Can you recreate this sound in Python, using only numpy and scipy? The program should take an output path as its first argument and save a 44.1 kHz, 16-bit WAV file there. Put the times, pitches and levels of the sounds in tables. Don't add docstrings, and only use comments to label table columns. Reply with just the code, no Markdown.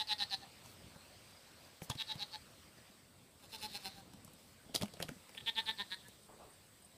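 import sys
import numpy as np
from scipy import signal
from scipy.fft import rfft, irfft, next_fast_len
from scipy.io import wavfile
from scipy.ndimage import uniform_filter1d, map_coordinates

SR = 44100
rng = np.random.default_rng(int(sys.argv[2]) if len(sys.argv) > 2 else 0)


def materialize(psi):
    bounded = np.clip(np.atleast_2d(psi).T, -1, 1)
    quanta = np.round(bounded * 32767).astype(np.int16)
    wavfile.write(sys.argv[1], SR, quanta)


def invert_db(x):
    u = np.asarray(x, float) / 20
    return 10 ** u


N = 307359

# (start [s], length [s], peak effort [dB], fold snaps [Hz], chest [dB])
BLEATS = [
    [(-0.0314, 0.054, -35.5, 216.2, -8), (.0728, 0.061, -32.5, 211.4, -10.5),
     (.1827, 0.052, -33, 203.8, -9), (.2987, .05, -34.5, 196, -7), (.4121, 0.026, -57.5, 197.5, 2.5)],
    [(1.9, 0.019, -45.5, 223.6, -2), (1.9728, 0.051, -38.5, 223.9, -13), (2.0684, 0.054, -40, 217.5, -8),
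     (2.1808, 0.052, -40, 203.6, -7), (2.3167, 0.0417, -43.5, 173.7, -4)],
    [(3.4209, 0.038, -63.5, 200.6, 3.5), (3.5193, 0.041, -50.5, 223.7, 0), (3.6054, .06, -46.5, 215, -3),
     (3.7256, 0.0485, -48, 203.8, -4), (3.8302, 0.0551, -48.5, 192.4, 1.5), (3.9319, 0.097, -66.5, 198, 10)],
    [(5.373, 0.012, -46, 224.6, -15), (5.404, .008, -53, 222.5, -9), (5.4617, 0.037, -35, 229.4, -9.5),
     (5.5517, 0.0523, -35, 224.6, -7), (5.657, 0.054, -37.5, 221.1, -6), (5.7758, 0.046, -39.5, 202.8, 0),
     (5.9002, 0.046, -40.5, 186.8, -14), (6.035, 0.042, -68, 192.5, 1)],
]
# (pitch at first syllable [Hz], climb [Hz/s], overtone [dB],
# chest climb [Hz/s], throat climb [dB/s])
MOUTH = [(3743, 780, -9.5, -150, 3), (3466, 1600, -29, 0, 6), (3740, 840, -10, -74, 13),
         (3160, 1080, -22, 222, 16)]
# (chest [Hz], throat (pitch [Hz], level [dB]), nose (same), upper tract (same))
TRACT = [(873, (1840, -9), (2710, -13.5), (4800, -9)), (851, (1790, -15), (2620, -23), (4990, -8.5)),
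         (860, (1650, -18.5), (2640, -2), (5200, 0.5)), (839, (1845, -8), (2200, -14), (7500, -40))]
# (upward glide [Hz], time shut [s], delay of the echo off the ground [s], level of that
# echo [dB])
FOLDS = [(230, 0.0067, 0.0023, -3), (200, 0.008, 0.001821, 4), (150, .0037, 0.0017, 5),
         (570, 0.0032, 0.00119, -14)]
# (breath [dB], low voice [dB], pitch sag [share], pitch scoop at start [share])
AIR = [(-19, -28.5, 0.04, -0.014), (-18.5, -23, 0.0033, -0.015), (-4.5, -12, .03, 0.0013),
       (-18, -17.5, .01, .04)]
# (mouth ring time for 60 dB [s], weak creak ahead of each syllable [s])
CREAK = [(.011, 0), (.012, 0), (.010, .025), (.017, 0)]
PEAK_AT = [0.87, 0.998, 0.552, 0.66]
RASP_DB = [-15, -12, -8, -18]
SNAP_DB = [-16.5, -20, -3.5, -24]
# (level [dB], pitch [Hz])
LEAK = [(-65, 4050), (-68, 4000), (-63, 4000), (-67, 3700)]

# (pitch [Hz], level [dB], time for 60 dB [s])
BALE = [(112.5, -4.5, 0.035), (170.7, 0.5, 0.061), (215, -0.5, 0.03)]
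# (pitch [Hz], level [dB], time for 60 dB [s])
WRAP = [(420, -3, 0.024), (494, 3, 0.022), (750, -8, 0.028), (1220, -33.5, 0.0081)]
# (time [s], crackle peak [dB], crackle pitch [Hz], thud [dB], slap [dB])
STAMPS = [(1.8187, -47.5, 2600, -45.5, -45), (1.8995, -39, 6040, -36.5, -46.5),
          (1.9534, -46.5, 4420, -44.5, -56), (2.1553, -49, 3460, -47.5, -57),
          (4.7457, -34, 4240, -61.5, -34), (4.751, -29.5, 5500, -71, -34), (4.7602, -27, 4490, -48, -47),
          (4.813, -36, 3000, -39, -41.5), (4.822, -33, 4300, -42, -34), (4.8322, -28, 960, -39, -43),
          (5.0016, -36.5, 2130, -44.5, -38), (5.026, -31.5, 4100, -49.5, -37),
          (5.0908, -38.5, 2150, -42, -43)]
# (time [s], crackle peak [dB], crackle pitch [Hz], slap [dB])
TICKS = [(.6594, -43, 1148, -69), (1.3086, -57.5, 4840, -75.5), (1.9005, -26.5, 1160, -50),
         (4.6935, -62, 1110, -51.5), (4.777, -52, 3580, -59), (4.802, -56, 3000, -53),
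         (4.8573, -46.5, 2610, -66.5), (4.882, -54, 2900, -79), (4.938, -47.5, 4700, -50),
         (4.97, -53, 3120, -53), (5.013, -41, 2530, -51), (5.085, -43.5, 3020, -49),
         (5.293, -45.5, 1990, -54), (5.35, -46, 3260, -54.5), (6.084, -54, 9800, -55)]
# (time [s], thud [dB], crackle peak [dB], crackle pitch [Hz])
SHIFTS = [(0.9606, -52, -51, 1220), (2.8983, -61, -69, 4470), (4.136, -54, -44, 1244),
          (4.248, -55.5, -56, 10600), (4.2785, -55, -48, 1060), (4.335, -61, -58.5, 11000),
          (3.983, -54.5, -64, 1000), (4.889, -58, -66, 2600), (5.047, -48, -60, 1000),
          (5.114, -52.5, -62, 2620), (5.163, -55.5, -81, 3150)]
# (time [s], length [s], level [dB])
SCUFF = [
    (6.29, 0.048, -60),
    (6.4, 0.05, -60.5),
]
# (time [s], length [s], level [dB])
RUSTLE = [
    (.64, .1, -65.5),
    (1.585, 0.09, -72),
    (1.825, 0.0222, -55),
    (4.39, 0.143, -70.5),
]

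# (time [s], peak level [dB], pitch [Hz])
CHIRPS = [
    (5.3358, -68.5, 9060),
    (5.64, -68.5, 9200),
    (5.905, -63.5, 8970),
    (6.2238, -70, 8740),
    (6.5036, -68.5, 8772),
    (6.8201, -66.5, 8700),
]
# (time [s], peak level [dB], pitch [Hz])
PEEPS = [(0.5681, -60, 4810), (0.6115, -67, 4930), (1.3254, -56, 4720), (1.3636, -53, 4900),
         (1.6013, -55, 4800), (1.6417, -53.5, 4800), (2.4124, -54, 4740), (2.772, -56, 4800),
         (2.8125, -60, 4970), (2.8624, -59, 4730)]

# (pitch [Hz], time for 60 dB [s])
ECHO = [(200, 0.084), (1000, 0.17), (4000, 0.11), (12000, 0.19)]
# (pitch [Hz], level per Hz [dB])
RUMBLE = [(15, -55), (25, -19), (86, -1.5), (124, -3), (196, -4.5), (234, -5.5), (560, -15), (1200, -24),
          (1560, -84), (2640, -120)]
# (pitch [Hz], level per Hz [dB])
RUSH = [(290, -32), (500, -2.5), (617, -3), (888, -7), (981, -6), (1700, -7.5), (4760, -7), (7000, -17.5),
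        (9100, -69), (15400, -120)]
# (pitch [Hz], level per Hz [dB])
INSECTS = [(3530, -85), (6000, -17), (6840, -13.5), (7870, -2), (8260, -1.5), (9740, -11), (12200, -12.5),
           (13300, -11), (14700, -12), (15700, -10), (16000, -41)]
# (from [s], rumble [dB], rush [dB], insects [dB])
STRETCHES = [
    (0, -66, -63.5, -69.5),
    (3.0, -66.5, -69, -72),
    (5.05, -69.5, -69, -70.5),
]
# (time [s], level [dB])
LIFT = [(0, 2), (.6, 1), (1.8, -.5), (2.1, 2.5), (2.9, -1.5), (3.4, 1.5), (3.73, 10), (4.05, 2),
        (4.74, 2.5), (5.0, 5), (5.3, 4.5), (5.67, 7), (6.19, 2), (6.97, 0.5)]


def unit(x):
    return x / np.sqrt(np.mean(x ** 2) + 1e-20)


def band(x, lo_hz, hi_hz):
    return signal.sosfilt(signal.butter(2, [lo_hz, hi_hz], "bandpass", fs=SR, output="sos"), x)


def ring(t, hz, t60, rise):
    return np.sin(2 * np.pi * hz * t) * invert_db(-60 * t / t60) * (1 - np.exp(-t / rise))


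def add(track, s, x):
    track[round(s * SR):][:len(x)] += x


def wobble(rate):
    knots = rng.standard_normal(int(N * rate / SR) + 4)
    return map_coordinates(knots, [np.arange(N) * rate / SR])


def along(points, hz):
    f, v = np.transpose(points)
    return np.interp(np.log(hz + 1), np.log(f + 1), v)


def curves(rows):
    s, *cols = np.transpose(rows)
    return [np.interp(np.arange(N) / SR, s, c) for c in cols]


def noise(spectrum, patchy_db):
    z = signal.stft(rng.standard_normal(N + 512), nperseg=512)[2]
    patches = uniform_filter1d(rng.standard_normal(z.shape), 6, 0)
    patches = unit(uniform_filter1d(patches, 10, 1))
    x = signal.istft(z * invert_db(patchy_db * patches), nperseg=512)[1]
    size = next_fast_len(N)
    hz = np.fft.rfftfreq(size, 1 / SR)
    return unit(irfft(rfft(x, size) * invert_db(along(spectrum, hz)), size)[:N])


def strokes(rows, fade_s):
    t, rise_s = np.arange(N) / SR, 0.0324
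    total = 0
    for s, length, db in rows:
        outside = np.maximum((s - t) / rise_s, (t - s - length) / fade_s)
        total = total + invert_db(db - 60 * np.maximum(outside, 0))
    return total


def syllable(u, peak_at, length, peak_db, pitch, chest_db, sag, scoop):
    early = max(1 - u / peak_at, 0) * min(length / .045, 1)
    late = max(u - peak_at, 0) / (1 - peak_at)
    db = peak_db - 17.5 * early ** 1.62 - 5.5 * late ** 2
    hz = pitch * (1 - sag * (u - .5) - scoop * early ** 3)
    narrow_hz = 890 * early ** 3.6 + 246 * late
    chest_db = chest_db - 35.5 * (u - 0.65) ** 2
    throat_db = -5 * early - 0.34 * (peak_db + 41.5)
    return db, hz, narrow_hz, chest_db, throat_db


def mouth_ring(t, mouth, detune, t60, overtone_db, folds):
    glide, shut, second_delay, second_db = folds
    rising = mouth * detune + glide * (t / 0.003494 - .5)
    sound = ring(t, rising, t60, 0.0001)
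    sound -= invert_db(overtone_db) * ring(t, 2.2 * mouth, 0.0096, 0.0048)
    sound += invert_db(second_db) * ring(np.maximum(t - second_delay, 0), rising, 0.0037, 0.000192)
    return sound / (1 + (t / shut) ** 6)


def breath_puff(t, gust, hiss):
    puff = invert_db(-60 * t / .007) * gust
    puff += .8 * ring(t, 9700, .0025, .0001) + .5 * ring(t, 7600, .0025, .0001)
    return puff + 700 * t * invert_db(-60 * t / 0.0107) * hiss


def bleats():
    jitter, shimmer_db, detune = .006, 1.6, .006
    voice, grid = np.zeros(N + SR), np.arange(SR // 40) / SR
    settings = zip(BLEATS, PEAK_AT, MOUTH, TRACT, FOLDS, AIR, RASP_DB, SNAP_DB, CREAK)
    for rows, peak_at, jaw, tract, folds, flow, rasp_db, snap_db, (mouth_t60, creak) in settings:
        mouth_hz, mouth_climb, overtone_db, chest_climb, throat_climb = jaw
        chest_hz, (throat_hz, throat_db), (nose_hz, nose_db), (upper_hz, upper_db) = tract
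        breath_db, low_db, sag, scoop = flow
        for start, length, peak_db, hz, fill_db in rows:
            since = start - rows[0][0]
            chest = chest_hz + chest_climb * since
            throat = throat_hz - 160 * since
            air = rng.standard_normal((21, len(grid)))
            puffs, hisses, rasps = band(air, 4810, 10600), band(air, 12900, 14320), band(air, 1640, 5160)
            now = start - creak
            for luck, gust, hiss, rasp in zip(rng.standard_normal((21, 5)), puffs, hisses, rasps):
                if now > start + length + .002:
                    break
                u = np.clip((now - start) / length, 0, 1)
                db, pitch, narrow_hz, chest_db, lag_db = syllable(
                    u, peak_at, length, peak_db, hz, fill_db, sag, scoop)
                db -= 120 * max(start - now, 0)
                t = np.maximum(grid - (now - round(now * SR) / SR), 0)
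                mouth = mouth_hz + mouth_climb * since + narrow_hz
                pulse = mouth_ring(t, mouth, 1 + detune * luck[2], mouth_t60, overtone_db, folds)
                pulse -= invert_db(nose_db + luck[3]) * ring(t, nose_hz, .008, .0002)
                pulse += invert_db(upper_db + luck[4]) * ring(t, upper_hz, 0.008, 0.00063)
                throat_gain = invert_db(throat_db + lag_db + throat_climb * since - 0.5)
                pulse += throat_gain * ring(t, throat, 0.016, 0.00086)
                pulse += invert_db(snap_db) * ring(t, 2240, 0.0011, 0.0001)
                pulse += invert_db(rasp_db + 6 - 60 * t / .014) * rasp
                pulse -= invert_db(chest_db - 4.5) * ring(t, chest, 0.035, 0.0013)
                low = ring(t, 364, 0.012, 0.00083) + 0.53 * ring(t, 206, 0.0267, 0.0041)
                pulse += invert_db(low_db + 0.49 * (fill_db + 7.5)) * low
                pulse += invert_db(breath_db - 0.32 * (db + 37.5)) * breath_puff(t, gust, hiss)
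                if now >= 0:
                    add(voice, now, invert_db(db + 10.0 + shimmer_db * luck[0]) * pulse)
                now += (1 + jitter * luck[1]) / pitch
    return voice[:N]


def leak():
    flow, width = 0, 0.11
    for rows, (db, hz) in zip(BLEATS, LEAK):
        air = unit(band(rng.standard_normal(N), hz * (1 - width), hz * (1 + width)))
        start, end = rows[1][0], rows[-1][0]
        flow = flow + strokes([(start, end - start, db)], 0.51) * invert_db(2.7 * wobble(30)) * air
    return flow


def contacts():
    rows = list(STAMPS)
    rows += [(s, db, hz, slap - 9, slap) for s, db, hz, slap in TICKS]
    rows += [(s, db, hz, thud, thud - 7.5) for s, thud, db, hz in SHIFTS]
    return [(*row, row[1] - 10.5 + 4.5 * np.log2(row[2] / 3000)) for row in rows]


def hooves():
    knocks, t, lead = np.zeros(N + SR), np.arange(SR // 8) / SR, .012
    for s, crackle_db, crackle_hz, thud_db, slap_db, sheen_db in contacts():
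        luck = rng.standard_normal((3, len(t)))
        thud, slap = 0, 0
        for (hz, db, t60), k in zip(BALE, luck[0]):
            thud = thud + invert_db(db + 2 * k) * ring(t, hz * (1 + 0.13 * k), t60, 0.0043)
        for (hz, db, t60), k in zip(WRAP, luck[0, 9:]):
            slap = slap + invert_db(db + 3 * k) * ring(t, hz * (1 + .08 * k), t60, .0008)
        slap += 0.64 * invert_db(-60 * t / 0.072) * unit(band(luck[1], 290, 710))
        add(knocks, s, invert_db(thud_db + 8.5) * thud + invert_db(slap_db - 2) * slap)

        swell = invert_db(-60 * np.maximum((t - lead) / .011, (lead - t) / .008))
        swell += invert_db(-14.5 - 60 * np.maximum((t - lead) / 0.083, (lead - t) / 0.028))
        spiky = luck[1] * invert_db(6.7 * luck[2]) * swell
        film = band(spiky, 0.64 * crackle_hz, 1.24 * crackle_hz) + invert_db(-10.0) * band(spiky, 1200, 6700)
        sheen = band(spiky, 4370, 11500)
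        add(knocks, s + 0.00055 - lead, invert_db(crackle_db) * film + invert_db(sheen_db) * sheen)
    return knocks[:N]


def friction():
    grit = noise([(150, -8.5), (450, 0.5), (1100, -4.5), (2500, -27), (8000, -53)], patchy_db=0.5)
    scrape = strokes(SCUFF, .4) * unit(invert_db(0.72 * wobble(60)) * grit)
    leaves = noise([(2000, -23), (6000, -8), (11000, -8), (15000, -9)], patchy_db=-2)
    return scrape + strokes(RUSTLE, 0.083) * unit(invert_db(wobble(130)) * leaves)


def chirps():
    song, t = np.zeros(N + SR), np.arange(SR // 14) / SR
    hump = np.sin(np.pi * t / t[-1])
    for s, db, hz in CHIRPS:
        train = hump * np.abs(np.sin(np.pi * 30 * t))
        wing = unit(band(rng.standard_normal(len(t)), hz - 90, hz + 90))
        add(song, s - .012, invert_db(db + 5) * train * wing)
        for before in (3, 2, 1):
            low = hz - 330 * before
            scrape = unit(band(rng.standard_normal(len(t)), low - 150, low + 150))
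            add(song, s - .06 * before, invert_db(db - 17) * hump * scrape)
    return song[:N]


def bird():
    song, t = np.zeros(N + SR), np.arange(SR // 50) / SR
    for s, db, hz in PEEPS:
        phase = 2 * np.pi * np.cumsum(hz * (1.025 - 2.37 * t)) / SR
        add(song, s, invert_db(db - 8.5) * np.sin(np.pi * t / t[-1]) * np.sin(phase))
    return song[:N]


def echo(x):
    hz, t, z = signal.stft(rng.standard_normal(SR // 3), SR, nperseg=256)
    tail = signal.istft(z * invert_db(-60 * t / along(ECHO, hz)[:, None]), SR, nperseg=256)[1]
    delayed = np.pad(x, (300, 0))
    return signal.fftconvolve(delayed, tail / np.linalg.norm(tail))[:N]


def yard():
    half_slide_s = 0.19 / 2
    ends = [stretch[0] for stretch in STRETCHES[1:]] + [N / SR]
    held = []
    for (s, *dbs), end in zip(STRETCHES, ends):
        held += [(s + half_slide_s, *dbs), (end - half_slide_s, *dbs)]
    rumble_db, rush_db, insect_db = curves(held)
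    lift_db, = curves(LIFT)
    rumble = unit(invert_db(1.5 * wobble(9)) * noise(RUMBLE, patchy_db=1.5))
    rumble = invert_db(rumble_db + 0.34 * lift_db + 1) * rumble
    rush = invert_db(rush_db + 1.02 * lift_db + 0.23 * wobble(2.8)) * noise(RUSH, patchy_db=2.0)
    insect_db = insect_db + 0.51 * lift_db + 0.5 + 0.21 * wobble(5.85)
    return rumble + rush + invert_db(insect_db) * noise(INSECTS, patchy_db=1.2)


def scene():
    kid = bleats() + leak()
    feet = hooves()
    answer = echo(invert_db(-11.5) * kid + invert_db(-14) * feet)
    return (kid + feet + answer + friction() + chirps() + bird() + yard())[None]


def band_limit(x):
    return signal.sosfilt(signal.butter(12, 16290, fs=SR, output="sos"), x)


def record(dry):
    size, top_hz = next_fast_len(N), 15340
    hz = np.fft.rfftfreq(size, 1 / SR)
    gain = np.where(hz < top_hz, 1, invert_db(-28 - np.abs(hz - top_hz) / 40))
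    limited = irfft(rfft(dry, size) * gain, size)[:, :N]
    return band_limit(limited)


dry = scene()
out = record(dry)
materialize(out)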